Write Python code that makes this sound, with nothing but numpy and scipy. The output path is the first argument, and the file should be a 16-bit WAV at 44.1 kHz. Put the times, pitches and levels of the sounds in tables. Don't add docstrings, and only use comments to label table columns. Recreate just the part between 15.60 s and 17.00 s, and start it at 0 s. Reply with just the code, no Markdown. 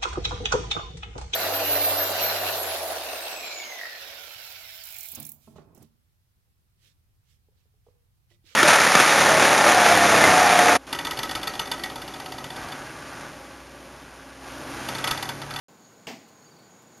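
import sys
import numpy as np
from scipy import signal
from scipy.fft import rfft, irfft, next_fast_len
from scipy.io import wavfile

SR = 44100
rng = np.random.default_rng(int(sys.argv[2]) if len(sys.argv) > 2 else 0)


def pcm_store(signal):
    levels = np.round(np.clip(np.atleast_2d(signal), -1, 1) * 32767)
    wavfile.write(sys.argv[1], SR, levels.astype(np.int16).T)


N = 61739
HIT_S = 0.4699


def from_db(db):
    return 10 ** (np.asarray(db) / 20)


def rms_one(x):
    return x / np.sqrt(np.mean(x ** 2) + 1e-20)


def since(s):
    return np.maximum(np.arange(N) / SR - s, 0)


def dying(t, t60):
    return np.exp(-np.log(1000) * t / t60)


def at_hz(points, hz):
    points = np.array(points)
    return np.interp(np.log(np.maximum(hz, 1)), np.log(points[:, 0]), points[:, 1])


def noise(gain_at):
    size = next_fast_len(N)
    white = rfft(rng.standard_normal(size))
    hz = np.arange(len(white)) * SR / size
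    return irfft(white * gain_at(hz), size)[:N] * np.sqrt(SR / 2)


def narrow(hz, width):
    return rms_one(noise(lambda f: 1 / (1 + (2 * (f - hz) / width) ** 4)))


def drift(rate):
    return rms_one(noise(lambda f: 1 / (1 + (f / rate) ** 2)))


def ring(t, hz, t60):
    return np.sin(2 * np.pi * hz * t) * dying(t, t60)


def shell():
    # (time after the hit [s], level [dB], crack's decay constant [s])
    contacts = [(0.0, -3.5, .0015), (.0018, -1, .002)]
    # (pitch [Hz], level relative to the contact's [dB], t60 [s])
    shell_modes = [(2810, -28, 0.013), (3150, -49, 0.009), (2080, -38.5, 0.017), (4730, -35, 0.0087),
                   (5920, -41, 0.0084), (7600, -52, .008)]
    crack_db, crack_low_hz, crack_high_hz = -36, 2000, 6000
    colour = signal.butter(1, [crack_low_hz, crack_high_hz], "band", fs=SR, output="sos")
    out = np.zeros(N)
    for delay, contact_db, length in contacts:
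        t = since(HIT_S + delay)
        burst = rng.standard_normal(N) * (t > 0) * np.exp(-t / length)
        crack = signal.sosfilt(colour, burst + 1e-18)
        ringing = sum(from_db(db) * ring(t, hz, t60) for hz, db, t60 in shell_modes)
        out += from_db(contact_db) * (from_db(crack_db) * crack + ringing)
    return out


def thump():
    # (time of the middle [s], level [dB], strongest frequency [Hz])
    thuds = [(.4776, -31, 400), (.4822, -33, 340), (.4924, -37, 330), (.504, -32, 360), (.513, -36, 600)]
    t, out = np.arange(N) / SR, np.zeros(N)
    for s, db, hz in thuds:
        u = (np.pi * hz * (t - s)) ** 2
        out += from_db(db) * (1 - 2 * u) * np.exp(-u)
    return out


def panel():
    # (pitch [Hz], level [dB], t60 [s])
    panel_modes = [(153, -54, .4), (168, -52, .45), (196, -48, .35), (237, -41.5, .46), (312, -45, .28),
                   (346, -46, .3), (373, -46, .3), (444, -48, .3), (663, -43, .42), (782, -51, .3),
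                   (823, -51, .3), (1739, -53, .25), (2218, -53, .28), (2988, -54, .25)]
    rise_s = 0.004
    t = since(HIT_S)
    modes = sum(from_db(db) * ring(t, hz, t60) for hz, db, t60 in panel_modes)
    return modes * (1 - np.exp(-t / rise_s))


def body():
    # (frequency [Hz], level [dB per Hz])
    body_levels = [(60, -108), (100, -97), (150, -74), (240, -62), (560, -79.5), (730, -68), (1050, -74),
                   (1400, -82), (1900, -73.5), (2800, -75.5), (3900, -82.5), (4900, -78.5), (7200, -86),
                   (9000, -93.5), (10200, -103), (13000, -92.5), (16000, -101)]
    # (frequency [Hz], t60 [s])
    body_t60 = [(150, 0.41), (400, 0.57), (1000, 0.29), (2500, 0.42), (6000, 0.37), (14000, 0.4)]
    hold_s = 0.019
    rise_at_1khz_s = 0.0021
    grain_hz, grain_db = 250, 0.5
    grain = rms_one(from_db(grain_db * drift(grain_hz)))
    t, out = since(HIT_S), np.zeros(N)
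    held = since(HIT_S + hold_s)
    for hz in 1000 * 2. ** np.arange(-4, 5):
        def band_gain(f):
            share = np.maximum(1 - abs(np.log2((f + 1) / hz)), 0)
            return from_db(at_hz(body_levels, f)) * np.sqrt(share)

        band = noise(band_gain)
        rise = rise_at_1khz_s * 1000 / hz
        clumps = grain if hz >= 1000 else 1
        out += band * clumps * (1 - np.exp(-t / rise)) * dying(held, at_hz(body_t60, hz))
    return out


def bird():
    # (time [s], length [s], top pitch [Hz], rise at the start [Hz], fall at the end [Hz], level [dB])
    notes = [(0.817, .022, 4430, 30, 200, -59.5), (0.857, 0.029, 4750, 200, 755, -56.5),
             (0.906, 0.028, 4710, 150, 660, -55.5), (0.963, 0.017, 4710, 450, 200, -55),
             (0.984, .034, 4550, 590, 40, -60), (1.016, 0.066, 4630, 20, 40.5, -63)]
    scatter_db, scatter_t60_s = -10, 0.3
    out = np.zeros(N)
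    for s, length, top, rise, fall, db in notes:
        u = np.clip(since(s) / length, 0, 1)
        hz = top - rise * (1 - u) ** 3 - fall * u ** 4
        whistle = np.sin(2 * np.pi * np.cumsum(hz) / SR)
        out += from_db(db) * np.sin(np.pi * u) * whistle
    scatter = rng.standard_normal(N) * dying(since(0), scatter_t60_s)
    echo = signal.fftconvolve(out, scatter / np.linalg.norm(scatter))[:N]
    return out + from_db(scatter_db) * echo


def insects():
    # (centre [Hz], width [Hz], level before the swells [dB])
    choruses = [(6632, 255, -65), (6957, 420, -65), (4470, 510, -71.5)]
    # (time [s], change of the first, second and third chorus [dB, dB, dB])
    swell_points = [(.17, -12, -1, -5), (.25, 7, -2.5, 4), (.34, -3, -2, -6), (.68, -4.5, -0.5, 3),
                    (.86, 5.5, -2.5, -8), (1.01, -10, -2, 1), (1.11, 4, 0.5, -2), (1.27, -11, -0.5, -13),
                    (1.38, 4.5, 1.5, 1)]
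    throb_hz, throb_db = 35, 1.5
    s, *swells = np.transpose(swell_points)
    out = np.zeros(N)
    for (hz, width, db), swell in zip(choruses, swells):
        buzz = narrow(hz, width)
        level = from_db(db + np.interp(since(0), s, swell))
        throb = rms_one(from_db(throb_db * drift(throb_hz)))
        out += buzz * level * throb
    return out


def leaves():
    # (time [s], level before the filter [dB])
    ticks = [(.333, -68), (.684, -58.5), (.989, -61.5), (1.222, -59.5), (1.375, -55)]
    t60_s, low_hz = 0.08, 3000
    level = sum(from_db(db) * (since(s) > 0) * dying(since(s), t60_s) for s, db in ticks)
    bright = signal.butter(1, low_hz, "high", fs=SR, output="sos")
    return signal.sosfilt(bright, level * rng.standard_normal(N) + 1e-18)


def town():
    # (frequency [Hz], level [dB per Hz])
    air = [(25, -113), (50, -108), (75, -98), (110, -84.5), (170, -81), (300, -84), (700, -88), (1100, -91),
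           (1600, -95.5), (2200, -98), (2800, -101), (4000, -101), (5300, -103), (6200, -101.5),
           (7700, -107.5), (9100, -107.5), (11000, -111.5), (13500, -109.5), (16000, -110.5)]
    # (pitch [Hz], rms level [dB])
    hum_tones = [(478, -70), (821, -73.5), (1054, -71.5), (1345, -77.5), (1464, -77.5), (1523, -72),
                 (2228, -80)]
    drone_hz, drone_width_hz, drone_db = 238, 17.4, -65.5
    waver_hz, waver_rate_hz = 1.72, 10.5
    hum = np.zeros(N)
    for hz, db in hum_tones:
        pitch = hz + waver_hz * drift(waver_rate_hz)
        hum += from_db(db) * rms_one(np.sin(2 * np.pi * np.cumsum(pitch) / SR))
    rumble_and_hiss = noise(lambda f: from_db(at_hz(air, f)))
    drone = from_db(drone_db) * narrow(drone_hz, drone_width_hz)
    return rumble_and_hiss + drone + hum


def scene():
    knock = shell() + thump() + panel() + body()
    mono = knock + bird() + insects() + leaves() + town()
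    return np.array([mono, mono])


def record(dry):
    start_s, cutoff_hz = 0.084, 15650
    live = dry * (since(start_s) > 0)
    low_pass = signal.ellip(10, .1, 70, cutoff_hz, fs=SR, output="sos")
    return signal.sosfilt(low_pass, live)


dry = scene()
out = record(dry)
pcm_store(out)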